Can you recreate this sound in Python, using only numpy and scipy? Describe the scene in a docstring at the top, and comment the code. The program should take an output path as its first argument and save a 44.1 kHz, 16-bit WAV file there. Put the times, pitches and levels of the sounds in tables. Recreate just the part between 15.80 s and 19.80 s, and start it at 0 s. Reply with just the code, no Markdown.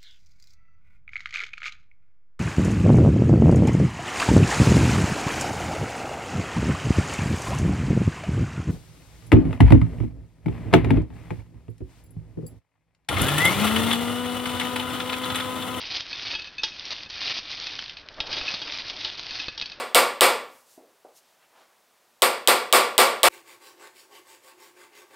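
"""In a small room, a steel spoon starts stirring nuts, pretzels and candies in a big ceramic bowl.
Each stroke sets off a dense tumble of tiny dry clicks, and single pieces snap or drop. Soon the
spoon clinks and knocks the bowl: both ring in their modes, and the bowl thumps the wooden table.
Midway a hand turns the bowl, whose foot rubs on the wood by stick-slip friction as stirring goes on.
At the end the pieces settle and the bowl gets a last nudge."""
import sys
import numpy as np
from scipy import signal
from scipy.fft import rfft, irfft, next_fast_len
from scipy.io import wavfile
from scipy.ndimage import uniform_filter1d, map_coordinates

SR = 44100
rng = np.random.default_rng(int(sys.argv[2]) if len(sys.argv) > 2 else 0)


def generate_wav(signal):
    """Clip the signal to [-1, 1] and save it as 16-bit WAV at the path in sys.argv[1]."""
    frames = np.transpose(np.atleast_2d(signal))
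    scaled = np.clip(frames, -1, 1) * 32767
    pcm = np.round(scaled).astype(np.int16)
    wavfile.write(sys.argv[1], SR, pcm)


N = 176400

# Flow of pieces, one list per stretch of stirring, then the settling: time_s, relative_level_db
STROKE_FLOW = [
    [(0.0, -42.5), (0.014, -37.5), (0.094, -42), (0.1, -35), (0.17, -30), (0.192, -41), (0.2, -36)],
    [(0.215, -44), (0.247, -51.5), (0.259, -45.5), (0.317, -38), (0.331, -41.5), (0.347, -38.5),
     (0.53, -36)],
    [(0.57, -51), (0.626, -42.5), (0.632, -60.5), (0.64, -47.5), (0.678, -45.5), (0.688, -54), (0.77, -55)],
    [(0.88, -44.5), (0.926, -48), (1.084, -39.5), (1.132, -33.5), (1.14, -43), (1.238, -41.5),
     (1.285, -63.5)],
    [(1.305, -39.5), (1.311, -44.5), (1.435, -31.5), (1.527, -33.5), (1.533, -38), (1.589, -32),
     (1.61, -49.5)],
    [(1.62, -43.5), (1.676, -43.5), (1.714, -34), (1.772, -41), (1.874, -37), (1.882, -41.5), (1.98, -38.5)],
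    [(2.0, -39), (2.092, -51), (2.096, -39.5), (2.162, -59.5), (2.172, -43), (2.196, -49.5), (2.275, -61.5)],
    [(2.42, -51), (2.442, -64), (2.47, -34), (2.486, -48.5), (2.518, -34.5), (2.748, -35), (2.8, -43)],
    [(2.83, -42), (2.97, -35), (2.976, -38), (3.04, -43.5), (3.1, -33.5), (3.11, -42.5), (3.235, -36)],
    [(3.265, -36.5), (3.335, -44.5), (3.387, -39), (3.395, -37.5), (3.419, -43), (3.591, -36),
     (3.67, -42.5)],
]
SETTLING_FLOW = [(3.71, -50.5), (3.882, -51), (4.0, -57.5)]
# The bowl's foot rubs in a long turn and a last nudge: time_s, relative_level_db
BOWL_TURN = [(2.2, -64), (2.372, -48.5), (2.558, -46.5), (2.774, -51), (2.924, -51.5), (3.472, -58),
             (3.75, -63)]
BOWL_NUDGE = [(3.975, -58), (3.986, -44), (4.0, -53)]
# Single pieces snap or drop: start_s, relative_peak_db, pitch_hz
SNAPS = [(0.0159, -18.5, 3740), (0.1037, -21.5, 2610), (0.1536, -14, 4400), (0.1682, -15.5, 4390),
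         (0.2065, -16, 4000), (0.3956, -20.5, 2790), (0.514, -24, 3700), (0.9948, -21, 3850),
         (1.053, -22.5, 4580), (1.1059, -16, 3640), (1.125, -23, 4800), (1.1638, -22, 3300),
         (1.2323, -22.5, 3950), (1.2997, -23.5, 4450), (1.5804, -18, 3680), (1.588, -19, 3970),
         (1.7146, -18, 4120), (1.7479, -23, 4220), (1.799, -17.5, 4100), (1.8421, -22, 3800),
         (1.8686, -19, 4700), (1.953, -22, 3470), (1.9907, -14.5, 2660), (2.0398, -23, 3780),
         (2.06, -20.5, 3300), (2.08, -26, 3150), (2.0953, -21.5, 2640), (2.2865, -22, 3470),
         (2.4028, -9.5, 3160), (2.8989, -18, 2890), (2.9223, -18.5, 3630), (2.974, -20, 4550),
         (2.9852, -16.5, 3350), (3.0984, -16, 3780), (3.2486, -14, 3690), (3.2996, -18.5, 3620),
         (3.3944, -18.5, 3960), (3.5536, -21, 3630), (3.798, -16.5, 3700), (3.8122, -16, 3300),
         (3.898, -25, 3620)]
# Blows that ring the spoon: start_s, ring_db, scrape_db, thump_db
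SPOON_CLINKS = [(.329, -30.5, -30.5, -58), (.540, -29, -48, -66), (.550, -26.5, -31, -46.5),
                (0.591, -36, -39, -57), (.596, -38, -33, -55), (.620, -38.5, -38.5, -65),
                (.645, -36.5, -36.5, -56), (.672, -37.5, -43, -61), (.782, -29, -34.5, -73),
                (0.793, -31.5, -44, -53), (0.84, -28, -24.5, -59), (0.919, -38.5, -49.5, -58.5),
                (1.260, -38.5, -51, -50.5), (2.169, -40.5, -42, -73), (2.611, -29.5, -34.5, -39),
                (2.679, -23, -39, -57.5), (2.739, -44, -31, -39), (3.508, -32, -30, -54),
                (3.598, -27, -38.5, -62), (3.683, -31, -28, -37.5), (3.822, -29.5, -31, -45),
                (3.858, -42.5, -31.5, -60), (3.918, -35.5, -35, -74)]
# Blows that ring the bowl: start_s, ring_db, scrape_db, thump_db, scrape_pitch_hz
BOWL_KNOCKS = [(.551, -28, -48.5, -49, 3200), (.833, -37, -28, -38.5, 4490), (.835, -24, -22, -44, 4270),
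               (.846, -38.5, -26, -63, 4580), (2.403, -28.5, -27, -40, 3200),
               (2.528, -26.5, -27, -46, 4330), (2.566, -31, -32, -51, 3820), (2.817, -31.5, -29, -45, 3690),
               (3.247, -32.5, -23.5, -52, 3330), (3.777, -34, -31, -58, 4250),
               (3.814, -32.5, -28, -81.5, 4200)]
# Normal modes: frequency_hz, relative_level_db, t60_s
SPOON_MODES = [(1687, -13, .11), (2561, 2, 0.078), (2630, -8.5, 0.11), (3030, -10, .04), (3607, -6, 0.088),
               (4370, -19, .05), (4950, -16, 0.034), (6146, -20, .07)]
BOWL_MODES = [(351.7, -22.5, 0.25), (882.5, -13.5, .1), (1640, -13.5, 0.1), (2904, -4.5, 0.096),
              (3280, 0, .15), (3688, -5, 0.14), (4170, -8.5, 0.069), (4650, -10, 0.057), (4690, -7.5, .09),
              (4940, -5.5, 0.1), (6040, -20, 0.093)]
TABLE_MODES = [(283.7, -0.5, 0.33), (351, 3, 0.17), (589, -0.5, 0.24), (875, -1.5, 0.11)]
# Spectral shapes: frequency_hz, gain_db
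PIECES_SPECTRUM = [(35, -51), (60, -13.5), (120, -7), (155, -24.5), (249, -13), (281, -9), (417, -14.5),
                   (671, -11), (1600, -9), (2630, -1.5), (4230, 0), (5050, -2), (6040, -13.5),
                   (6800, -28.5), (8840, -61), (15000, -120)]
FRICTION_SPECTRUM = [(60, -1), (170, -11.5), (280, -1), (360, -0.5), (470, -1), (600, 3.5), (900, -1),
                     (1600, -3.5), (3000, -19.5)]
BACKGROUND_SPECTRUM = [(15, -20), (25, 5), (97, -4.5), (238, -6), (651, -10), (1290, -9), (1520, -5),
                       (4460, -19.5), (6800, -43.5), (8840, -69.5), (15000, -120)]
THUMP_SPECTRUM = [(25, -0.5), (55, -1.5), (130, -6), (220, -14.5), (700, -14), (1500, -12.5), (4000, -43.5)]
# Steep treble cut that dulls the snaps and scrapes above about 5 kHz: frequency_hz, gain_db
TREBLE_ROLL_OFF = [(4900, -1), (6100, -6.5), (6800, -12.5), (8000, -39.5)]
# Reverberation time: frequency_hz, t60_s
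ROOM_DECAY = [(100, 0.1), (1000, .3), (6000, 0.41)]

TOP_HZ = 7052  # upper edge of the band


def amp(db):
    """Amplitude grows tenfold every 20 decibels."""
    return 10 ** (np.asarray(db) / 20)


def unit_rms(x):
    """Normalisation to unit mean power."""
    return x / np.sqrt(np.mean(x ** 2) + 1e-20)


def at_frequency(points, hz):
    """Interpolation on a logarithmic frequency axis."""
    points_hz, values = np.transpose(points)
    return np.interp(np.log(hz + 1), np.log(points_hz + 1), values)


def curve(rows):
    """Linear interpolation in time, one value per sample."""
    return np.interp(np.arange(N) / SR, *np.transpose(rows))


def wobble(per_s):
    """Smooth fluctuation: a spline through random values."""
    return map_coordinates(rng.standard_normal(N // 100), [np.arange(N) * per_s / SR])


def colour(x, spectrum):
    """Minimum-phase filtering: folding the cepstrum makes the response causal."""
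    size = 2 * next_fast_len(len(x) // 2 + 2048)
    gain = amp(at_frequency(spectrum, np.fft.rfftfreq(size, 1 / SR)))
    cepstrum = irfft(np.log(gain), size)
    cepstrum[1:size // 2] *= 2
    cepstrum[size // 2 + 1:] = 0
    return irfft(rfft(x, size) * np.exp(rfft(cepstrum)), size)[:len(x)]


def add(track, start_s, sound):
    """Superposition: a sound adds to the track from its start time."""
    i = max(round(start_s * SR), 0)
    track[i:i + len(sound)] += sound[:max(N - i, 0)]


def ring(modes, attack_s=0.00066, vary_db=1.2):
    """Free vibration: a sum of damped modes, excited a little differently at each strike."""
    t = np.arange(SR // 3) / SR
    tones = np.zeros(len(t))
    for hz, db, t60 in modes:
        envelope = amp(db + vary_db * rng.normal() - 60 * t / t60)
        tones += envelope * np.sin(2 * np.pi * (hz * t + rng.random()))
    return tones * (1 - np.exp(-t / attack_s))


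def burst(envelope, hz, skirt_db):
    """A brief contact radiates broadband noise, strongest around one pitch."""
    shape = [(hz / 30, 2 * skirt_db), (hz / 4, 1.74 * skirt_db), (hz / 2, skirt_db),
             (hz / 0.77, -1), (hz * 0.94, 0), (hz * 2, 1.32 * skirt_db)]
    noise = rng.standard_normal(len(envelope)) * envelope
    return colour(colour(noise, shape), TREBLE_ROLL_OFF)


def room_noise(level_db=-53.5):
    """Stationary noise, strongest in the bass, forms the quiet background."""
    noise = colour(rng.standard_normal(N), BACKGROUND_SPECTRUM + [(TOP_HZ + 500, -60)])
    return amp(level_db) * unit_rms(noise)


def reverberation(x, delay_s=.004, gain_db=-10.5):
    """Diffuse reflections form a short tail that decays exponentially in each band."""
    hz, t, bands = signal.stft(rng.standard_normal(SR // 2), SR, nperseg=256)
    decay = amp(-60 * t / at_frequency(ROOM_DECAY, hz)[:, None])
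    tail = signal.istft(bands * decay, SR, nperseg=256)[1]
    response = np.pad(tail / np.linalg.norm(tail), (round(delay_s * SR), 0))
    return amp(gain_db) * signal.fftconvolve(x, response)[:N]


def foot_rub(onset_s=.15, chatter_db=4.0, chatter_per_s=45, table_db=-5, gain_db=-0.5):
    """Stick-slip friction under the turning bowl drives the table's low modes."""
    level_db = curve([(BOWL_TURN[0][0] - onset_s, -90), *BOWL_TURN, *BOWL_NUDGE])
    noise = unit_rms(colour(rng.standard_normal(N), FRICTION_SPECTRUM + [(TOP_HZ, -60)]))
    friction = noise * amp(chatter_db * wobble(chatter_per_s))
    table = unit_rms(signal.fftconvolve(friction, ring(TABLE_MODES))[:N])
    return amp(level_db + gain_db) * (friction + amp(table_db) * table)


def spoon_blows(rows, modes, scrape_t60_s=0.031, thump_t60_s=.035):
    """Impact excitation: each blow rings the modes, grinds on pieces and thumps the table."""
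    out, t = np.zeros(N), np.arange(SR // 3) / SR
    for start_s, ring_db, scrape_db, thump_db, pitch_hz in rows:
        scrape = burst(amp(-60 * t / scrape_t60_s), pitch_hz, skirt_db=-16)
        scrape *= amp(scrape_db) / scrape[:SR // 300].std()
        thump = colour(rng.standard_normal(len(t)) * amp(-60 * t / thump_t60_s), THUMP_SPECTRUM)
        thump *= amp(thump_db) / thump[:SR // 100].std()
        add(out, start_s, amp(ring_db) * ring(modes) + scrape + thump)
    return out


def snaps(crack_t60_s=.006, settle_db=-19, settle_t60_s=0.034, lag_s=.0007, gain_db=-2):
    """A transient with two decays: a piece cracks sharply, then its neighbours settle."""
    out, t = np.zeros(N), np.arange(SR // 40) / SR
    envelope = amp(-60 * t / crack_t60_s) + amp(settle_db - 60 * t / settle_t60_s)
    for start_s, peak_db, pitch_hz in SNAPS:
        crack = burst(envelope, pitch_hz, skirt_db=-14)
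        add(out, start_s + lag_s, amp(peak_db + gain_db) * crack / np.abs(crack).max())
    return out


def collisions(flow_db, full_flow_per_s, scatter_db, full_flow_db=-34, click_hz=3800, t60_cycles=6.3):
    """A Poisson process of damped clicks, louder and denser as the flow grows."""
    rate = full_flow_per_s * amp(.5 * (flow_db - full_flow_db))
    chance, size, detune, phase = rng.random(N), rng.random(N), rng.standard_normal(N), rng.random(N)
    starts = np.flatnonzero(chance < rate / SR)
    offsets = np.arange(128)
    pitch_hz = np.clip(click_hz * np.exp(.3 * detune[starts, None]), 900, 6500)
    cycles = pitch_hz * offsets / SR
    clicks = amp(-60 * cycles / t60_cycles) * np.sin(2 * np.pi * (cycles + phase[starts, None]))
    clicks *= (amp(scatter_db * size[starts] ** 2) / np.sqrt(rate[starts]))[:, None]
    train = np.bincount((starts[:, None] + offsets).ravel(), clicks.ravel(), N)[:N]
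    spectrum = rfft(train)
    smooth_power = np.abs(uniform_filter1d(np.abs(spectrum) ** 2, size=1500))
    whitened = irfft(spectrum / np.sqrt(smooth_power + 1e-12), N)
    return amp(flow_db) * unit_rms(colour(whitened, PIECES_SPECTRUM + [(TOP_HZ + 500, -60)]))


def rattle(pieces, modes, relative_db):
    """Forced vibration: the colliding pieces keep a body faintly ringing."""
    response = signal.fftconvolve(pieces, ring(modes))[:N]
    return amp(relative_db) * pieces.std() * unit_rms(response)


def tumble(avalanche_db=2, fine_db=1, coarse_db=-5):
    """Granular flow: crumbs and coarser pieces give way in little avalanches against spoon and bowl."""
    pause = [(2.39, -51)]  # the flow of pieces dips briefly
    rows = np.vstack([*STROKE_FLOW, pause, SETTLING_FLOW])
    flow_db = curve(rows[np.argsort(rows[:, 0])]) + avalanche_db * wobble(per_s=90)
    fine = collisions(flow_db, full_flow_per_s=3500, scatter_db=8.5)
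    coarse = collisions(flow_db, full_flow_per_s=430, scatter_db=13)
    pieces = amp(fine_db) * fine + amp(coarse_db) * coarse
    spoon = rattle(pieces, SPOON_MODES, relative_db=-14.5)
    bowl = rattle(pieces, BOWL_MODES, relative_db=-23)
    return pieces + spoon + bowl


def scene(clink_scrape_hz=3660):
    """Direct sound, reverberation and room noise superpose at one point, alike in both channels."""
    clinks = [(*row, clink_scrape_hz) for row in SPOON_CLINKS]
    direct = tumble() + snaps()
    direct += spoon_blows(clinks, SPOON_MODES) + spoon_blows(BOWL_KNOCKS, BOWL_MODES)
    direct += foot_rub()
    mono = direct + reverberation(direct) + room_noise()
    return np.array([mono, mono])


def record(dry, knee_hz=6600):
    """Band limiting: two low-pass filters roll the treble off and end it steeply."""
    size = next_fast_len(N + SR // 2)
    hz = np.fft.rfftfreq(size, 1 / SR)
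    roll_off = 1 / np.sqrt(1 + (hz / knee_hz) ** 50)
    steep_edge = 1 / np.sqrt(1 + (hz / TOP_HZ) ** 160)
    return irfft(rfft(dry, size) * roll_off * steep_edge, size)[:, :N]


dry = scene()
out = record(dry)
generate_wav(out)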